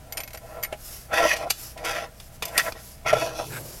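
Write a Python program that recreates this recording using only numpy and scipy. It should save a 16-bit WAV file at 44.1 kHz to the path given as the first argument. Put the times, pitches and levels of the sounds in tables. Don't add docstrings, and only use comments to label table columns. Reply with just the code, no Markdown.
import sys
import numpy as np
from scipy import signal
from scipy.fft import rfft, irfft
from scipy.io import wavfile
from scipy.ndimage import uniform_filter1d

SR = 44100
rng = np.random.default_rng(int(sys.argv[2]) if len(sys.argv) > 2 else 0)


def bounce(signal):
    frames = np.transpose(np.atleast_2d(signal))
    limited = np.clip(frames, -1, 1)
    pcm = np.round(limited * 32767).astype(np.int16)
    wavfile.write(sys.argv[1], SR, pcm)


N = 167580
TIME = np.arange(N) / SR
SNAP_PATCHY_DB, SLIDE_PATCHY_DB = 3.5, 2


def from_db(db):
    return 10 ** (np.asarray(db) / 20)


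def rms_one(x):
    return x / np.sqrt(np.mean(x ** 2) + 1e-20)


def noise():
    return rng.standard_normal(N)


def colour(x, points, tilt_db=0):
    hz, db = np.transpose(points)
    octave = np.log2(np.maximum(np.arange(N // 2 + 1) * SR / N, 1))
    curve_db = np.interp(octave, np.log2(hz), db) + tilt_db * octave
    return rms_one(irfft(rfft(x) * from_db(curve_db), N))


def drift(rate_hz):
    r = np.exp(-2 * np.pi * rate_hz / SR)
    return rms_one(signal.lfilter([1], [1, -2 * r, r * r], noise()))


def cut(x, hz, kind):
    sos = signal.butter(4, hz, kind, fs=SR, output="sos")
    return rms_one(signal.sosfilt(sos, x))


def gains(rows):
    fade_s = .012
    time_s, *columns = np.transpose(rows)
    inside_s = np.minimum(TIME - time_s[0], time_s[-1] - TIME)
    gate = np.clip(1 + inside_s / fade_s, 0, 1)
    return np.array([gate * from_db(np.interp(TIME, time_s, db)) for db in columns])


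def burst(peak_s, rise_s, t60_s):
    before = np.minimum(TIME - peak_s, 0)
    after = np.maximum(TIME - peak_s, 0)
    return np.exp(before * 2 / rise_s) * from_db(-60 * after / t60_s)


def resonate(x, peaks):
    for hz, width_hz, lift_db in peaks:
        r = np.exp(-np.pi * width_hz / SR)
        feedback = [1, -2 * r * np.cos(2 * np.pi * hz / SR), r * r]
        band = signal.lfilter([1, 0, -1], feedback, x) * (1 - r * r) / 2
        x = x + (from_db(lift_db) - 1) * band
    return rms_one(x)


def wander(x, depth_db, size=512, count=11):
    full_depth_hz = 1300
    hz, _, frames = signal.stft(x, SR, nperseg=size)
    patches = rng.standard_normal(frames.shape)
    for _ in range(2):
        patches = uniform_filter1d(patches, size=2, axis=0)
        patches = uniform_filter1d(patches, size=count, axis=1)
    share = np.minimum(hz / full_depth_hz, 1)[:, None] ** 2
    gain = from_db(depth_db * np.clip(rms_one(patches), -2, 2) * share)
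    return rms_one(signal.istft(frames * gain, SR, nperseg=size)[1][:N])


def ring(start_s, db, hz, t60_s):
    clicks = np.full(N, 1e-18)
    clicks[(start_s * SR).astype(int)] = from_db(db)
    r = np.exp(-np.log(1000) / (t60_s * SR))
    w = 2 * np.pi * hz / SR
    return signal.lfilter([0, np.sin(w)], [1, -2 * r * np.cos(w), r * r], clicks)


def friction():
    slips_per_s, smooth_share = 900, 0.81
    slips = rng.random(N) < slips_per_s / SR
    return rms_one(slips * rng.choice([-1, 1], N)) + smooth_share * noise()


def background():
    # pitch_hz, relative_db
    room_colour = [(12, -44), (20, 10.5), (67, -0.5), (138, -0.5), (228, -9.5), (642, -21.5), (897, -27),
                   (1330, -18.5), (3950, -26), (4670, -25), (8410, -26), (11400, -25), (16000, -31)]
    # pitch_hz, rms_level_db
    hum_tones = [(60.5, -52.5), (119.5, -58.5)]
    # time_s, level_db
    bump_levels = [(3.0, -69), (3.032, -85), (3.06, -39), (3.126, -36), (3.318, -48.5), (3.404, -45),
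                   (3.588, -39.5), (3.8, -51.5)]
    # pitch_hz, relative_db
    bump_colour = [(40, -22), (80, -9), (125, 3), (220, -14.5), (400, -6.5), (700, -11.5)]
    room_db, bump_top_hz = -47.5, 854

    hum = np.zeros(N)
    for hz, db in hum_tones:
        hum += from_db(db) * np.sqrt(2) * np.sin(2 * np.pi * (hz * TIME + rng.random()))
    bumping = gains(bump_levels)[0] * cut(colour(noise(), bump_colour), bump_top_hz, "low")
    return from_db(room_db) * colour(noise(), room_colour) + hum + bumping


def scraping():
    # time_s, level_db (before the trims below)
    nudge_levels = [(0.0, -66), (0.008, -74), (0.198, -40), (0.33, -85), (0.344, -40), (0.41, -74),
                    (0.418, -51.5), (0.53, -42.5), (0.542, -43), (0.568, -38), (0.696, -53.5), (0.72, -47)]
    # time_s, drone_db, rasp_db, hiss_db (before the trims below)
    first_pull = [(1.06, -90, -87, -73), (1.094, -48, -53.5, -78), (1.138, -21, -23.5, -32.5),
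                  (1.144, -26, -21, -35), (1.156, -30.5, -28, -33), (1.182, -26, -19.5, -28),
                  (1.208, -23.5, -26.5, -33.5), (1.254, -20.5, -24, -29.5), (1.302, -36, -25, -26.5),
                  (1.32, -36, -19, -31.5), (1.336, -27.5, -27, -26.5), (1.354, -38, -34, -42),
                  (1.37, -39, -30, -36.5), (1.38, -39.5, -46, -43), (1.444, -28.5, -37, -43.5),
                  (1.458, -36, -51, -64), (1.476, -30.5, -53, -51), (1.492, -52, -45, -65),
                  (1.495, -54, -55, -58)]
    second_pull = [(1.75, -86, -76, -71), (1.766, -39, -73, -75), (1.774, -45, -42, -55),
                   (1.836, -35, -49, -51), (1.852, -32, -27.5, -32), (1.916, -33.5, -32.5, -33.5),
                   (1.946, -38, -34.5, -38.5), (1.968, -35, -29, -37.5), (2.038, -36, -37.5, -44),
                   (2.056, -39, -45.5, -49), (2.084, -51.5, -55, -75), (2.15, -78, -87, -81)]
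    take_up = [(2.435, -44, -33, -41), (2.449, -37.5, -43, -59), (2.521, -44, -47, -61),
               (2.572, -33, -30, -58)]
    third_pull = [(2.59, -34, -24, -37), (2.598, -35, -23.5, -26.5), (2.632, -46, -45, -56),
                  (2.684, -28, -29, -51), (2.732, -62, -68, -77), (2.746, -57, -66, -73),
                  (2.754, -39, -51, -62), (2.786, -60, -45.5, -48), (2.85, -75, -77, -69)]
    last_pull = [(3.03, -81, -78, -73), (3.044, -62, -63, -75), (3.06, -29, -27, -44),
                 (3.07, -30, -24.5, -35), (3.102, -37, -19.5, -30.5), (3.122, -29, -26, -43),
                 (3.136, -11.5, -29, -33), (3.152, -33, -32, -39), (3.168, -22.5, -31, -37.5),
                 (3.202, -36.5, -35, -33.5), (3.224, -23, -28.5, -35), (3.242, -29.5, -41, -35),
                 (3.288, -32.5, -40, -39.5), (3.326, -40, -45.5, -46.5), (3.384, -39, -53, -38),
                 (3.396, -25, -39, -36.5), (3.444, -40.5, -66, -44), (3.49, -94, -63, -46)]
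    # pitch_hz, relative_db
    rub_colour = [(100, -3), (220, -7), (330, -12.5), (600, 3), (900, -14), (1500, -3), (2500, -2.5),
                  (3800, -17.5), (5600, -14), (8200, -28), (10200, -21), (12500, -25.5), (15500, -38)]
    # pitch_hz, width_hz, lift_db
    panel = [(324, 18.7, 19.5), (454, 12.5, 12), (493.3, 15, 12.5), (617, 36, 8.5), (674.8, 37, 14.5),
             (798.5, 27.6, 19), (989, 34, 21.5), (1105, 21, 8), (1353, 27.6, 15), (1636, 35, 1),
             (1910, 53, 11), (2180, 71, 4), (2550, 54, 6.5), (3425, 106, 6), (4530, 53, 4.5),
             (5990, 130, 6)]
    judder_db, judder_hz, patchy_db = 0.16, 51, 3.6
    drone_trim_db, rasp_trim_db, hiss_trim_db, nudge_rasp_trim_db = -0.5, -2, -1.5, -10.5
    idle_panel_db = -57

    pulls = (first_pull, second_pull, take_up, third_pull, last_pull)
    drone, rasp, hiss = sum(gains(pull) for pull in pulls)
    nudge = gains(nudge_levels)[0]
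    rub = colour(friction() * from_db(judder_db * drift(judder_hz)), rub_colour)
    rub = wander(resonate(rub, panel), patchy_db)

    low_gain = from_db(drone_trim_db) * (drone + nudge) + from_db(idle_panel_db)
    middle_gain = from_db(rasp_trim_db) * rasp + from_db(nudge_rasp_trim_db) * nudge
    high_gain = from_db(hiss_trim_db) * hiss
    return (low_gain * cut(rub, 1200, "low")
            + middle_gain * cut(rub, [1200, 3900], "band")
            + high_gain * cut(rub, 3900, "high"))


def wire_ticks():
    # start_s, crack_db, short_ring_db, long_ring_db
    ticks = [(.1238, -34, -25, -43), (.172, -28, -26, -30), (.1785, -32.5, -47, -50),
             (.2034, -30.5, -29.5, -55), (0.235, -36, -32.5, -58), (0.277, -34.5, -39, -59),
             (.306, -42, -46, -64), (.3326, -39, -38, -46), (.348, -37, -52, -58), (.374, -41, -36, -52),
             (.628, -38, -27, -55), (0.635, -28, -21, -35.5), (.647, -32.5, -44, -50)]
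    # pitch_hz, relative_db, t60_s
    wire_modes = [(2174, -17, 0.17), (3247, -15.5, 0.044), (4740, -10, .04), (6070, -9, .04),
                  (7150, -11.5, 0.053), (11850, -1, 0.066), (12100, -21, .06), (13600, -18, 0.086)]
    # pitch_hz, relative_db
    tick_colour = [(300, -17), (1200, -4.5), (2200, 7.5), (3500, -5.5), (5500, -1), (8000, -9),
                   (12000, -5.5), (15500, -35)]
    crack_rise_s, crack_t60_s, spread_db = 0.0014, 0.059, 1.5
    long_ring_hz, long_ring_t60_s = 9058, .15

    start_s, crack_db, short_db, long_db = np.transpose(ticks)
    level = sum(from_db(db) * burst(s, crack_rise_s, crack_t60_s) for s, db in zip(start_s, crack_db))
    out = level * wander(colour(noise(), tick_colour), SNAP_PATCHY_DB)
    for hz, db, t60_s in wire_modes:
        spread = rng.normal(0, spread_db, len(ticks))
        out += ring(start_s, short_db + db + spread, hz, t60_s)
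    return out + ring(start_s, long_db, long_ring_hz, long_ring_t60_s)


def hand_slides():
    # peak_s, rise_s, fall_s, level_db
    slides = [(.352, 0.014, 0.011, -43.5), (.53, .1, 0.085, -54.5), (.9, 0.1, 0.14, -41),
              (1.631, 0.065, 0.082, -38.5), (2.26, 0.11, 0.032, -53), (2.36, 0.042, 0.013, -52),
              (2.64, 0.1, 0.065, -37.5), (2.87, 0.099, .1, -47.5), (3.53, 0.12, 0.097, -43.5),
              (3.73, .13, 0.14, -43)]
    # pitch_hz, relative_db
    slide_colour = [(200, -8), (1200, -8.5), (3700, -9.5), (4700, -4), (5500, -1.5), (6400, -4.5),
                    (7400, -4.5), (9200, -7), (11300, 1), (13000, -4), (15500, -12)]
    edge = 2.4
    flutter_db, flutter_hz = 1, 36

    level = np.zeros(N)
    for peak_s, rise_s, fall_s, db in slides:
        width_s = np.where(TIME < peak_s, rise_s, fall_s)
        level += from_db(db) * np.exp(-abs((TIME - peak_s) / width_s) ** edge)
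    hiss = wander(colour(noise(), slide_colour), SLIDE_PATCHY_DB)
    return level * hiss * from_db(flutter_db * drift(flutter_hz))


def knocks():
    # start_s, level_db
    blows = [(.727, -22), (1.135, -37), (2.751, -48), (3.132, -16), (3.394, -40)]
    # pitch_hz, relative_db
    knock_colour = [(100, -26), (300, -7), (660, 11), (1000, -4.5), (2500, 2.5), (4500, -15.5),
                    (12000, -16.5), (15500, -43)]
    # pitch_hz, relative_db, t60_s
    panel_modes = [(417, -19, 0.08), (619, -3.5, 0.087), (820, -15, 0.15), (1350, -21, .04)]
    crack_db, rise_s, crack_t60_s = -6, 0.0035, 0.075

    start_s, level_db = np.transpose(blows)
    level = sum(from_db(db + crack_db) * burst(s, rise_s, crack_t60_s) for s, db in blows)
    crack = level * colour(noise(), knock_colour)
    return crack + sum(ring(start_s, level_db + db, hz, t60_s) for hz, db, t60_s in panel_modes)


def snaps():
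    # peak_s, level_db, rise_s, t60_s, tilt_db_per_octave (positive is brighter)
    jumps = [(1.142, -26.5, 0.0011, 0.023, 1), (1.366, -34.5, .004, 0.088, 1.5),
             (1.506, -13.5, 0.0049, 0.041, 2), (1.777, -39, .002, 0.074, -1.5),
             (1.848, -32.5, .002, 0.1, 1), (2.201, -39, .002, 0.049, -1), (2.424, -22.5, 0.0013, .06, -1.5),
             (2.4543, -25, 0.0017, 0.029, 6.5), (2.483, -38.5, 0.0044, .06, 2.5),
             (2.579, -11.5, 0.0024, 0.046, 0), (2.723, -29, 0.0022, 0.023, -3)]
    # pitch_hz, relative_db
    snap_colour = [(150, -9), (500, 1), (1300, -2), (2700, 0.5), (4000, -0.5), (5300, 0), (6600, -5),
                   (8600, -6), (11500, -6), (13500, -9.5), (15800, -20)]
    # pitch_hz, width_hz, lift_db
    connector = [(694, 110, 3), (1370, 140, 4.5), (1930, 62, 3), (2400, 67, 7.5), (2850, 90, 6.5),
                 (3476, 40, 11.5), (4675, 91, 9.5), (5450, 590, 0.5), (6280, 280, 6), (7400, 210, 5.5),
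                 (9050, 160, 8), (11970, 180, 8.5)]
    tail_db, tail_t60_s = -22.5, 0.3

    crack = wander(resonate(noise(), connector), SNAP_PATCHY_DB)
    out = np.zeros(N)
    for peak_s, db, rise_s, t60_s, tilt_db in jumps:
        tail = from_db(tail_db) * burst(peak_s, rise_s, tail_t60_s)
        envelope = burst(peak_s, rise_s, t60_s) + tail
        out += from_db(db) * colour(crack, snap_colour, tilt_db) * envelope
    return out


def squeaks():
    # middle_s, length_s, pitch_hz, level_db
    tones = [(1.314, 0.018, 1873, -18), (2.598, 0.039, 1900, -20.5), (3.102, 0.02, 1868, -25)]
    wobble_share, wobble_hz = 0.031, 190

    out = np.zeros(N)
    for middle_s, length_s, hz, db in tones:
        pitch_hz = hz * (1 + wobble_share * drift(wobble_hz))
        phase = 2 * np.pi * np.cumsum(pitch_hz) / SR
        out += from_db(db) * np.sin(phase) * np.exp(-(2 * (TIME - middle_s) / length_s) ** 2)
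    return out


def regrip():
    # time_s, level_db
    grip_levels = [(3.508, -46), (3.526, -39.5), (3.533, -36.5), (3.562, -36.5), (3.573, -34.5),
                   (3.585, -39)]
    # pitch_hz, relative_db
    grip_colour = [(100, -16), (380, 0), (800, -12), (1100, -10), (1550, 6.5), (1950, -7), (2500, -3),
                   (3100, -14), (3700, -8), (6000, -26), (8200, -9), (9500, -24), (13000, -17),
                   (15500, -25)]
    return gains(grip_levels)[0] * wander(colour(friction(), grip_colour), SLIDE_PATCHY_DB)


def scene():
    handling = hand_slides() + regrip()
    metal = wire_ticks() + knocks() + snaps()
    return (background() + scraping() + squeaks() + metal + handling)[None]


def record(dry):
    sos = signal.ellip(10, .1, 80, 16000, fs=SR, output="sos")
    return signal.sosfilt(sos, dry)


dry = scene()
out = record(dry)
bounce(out)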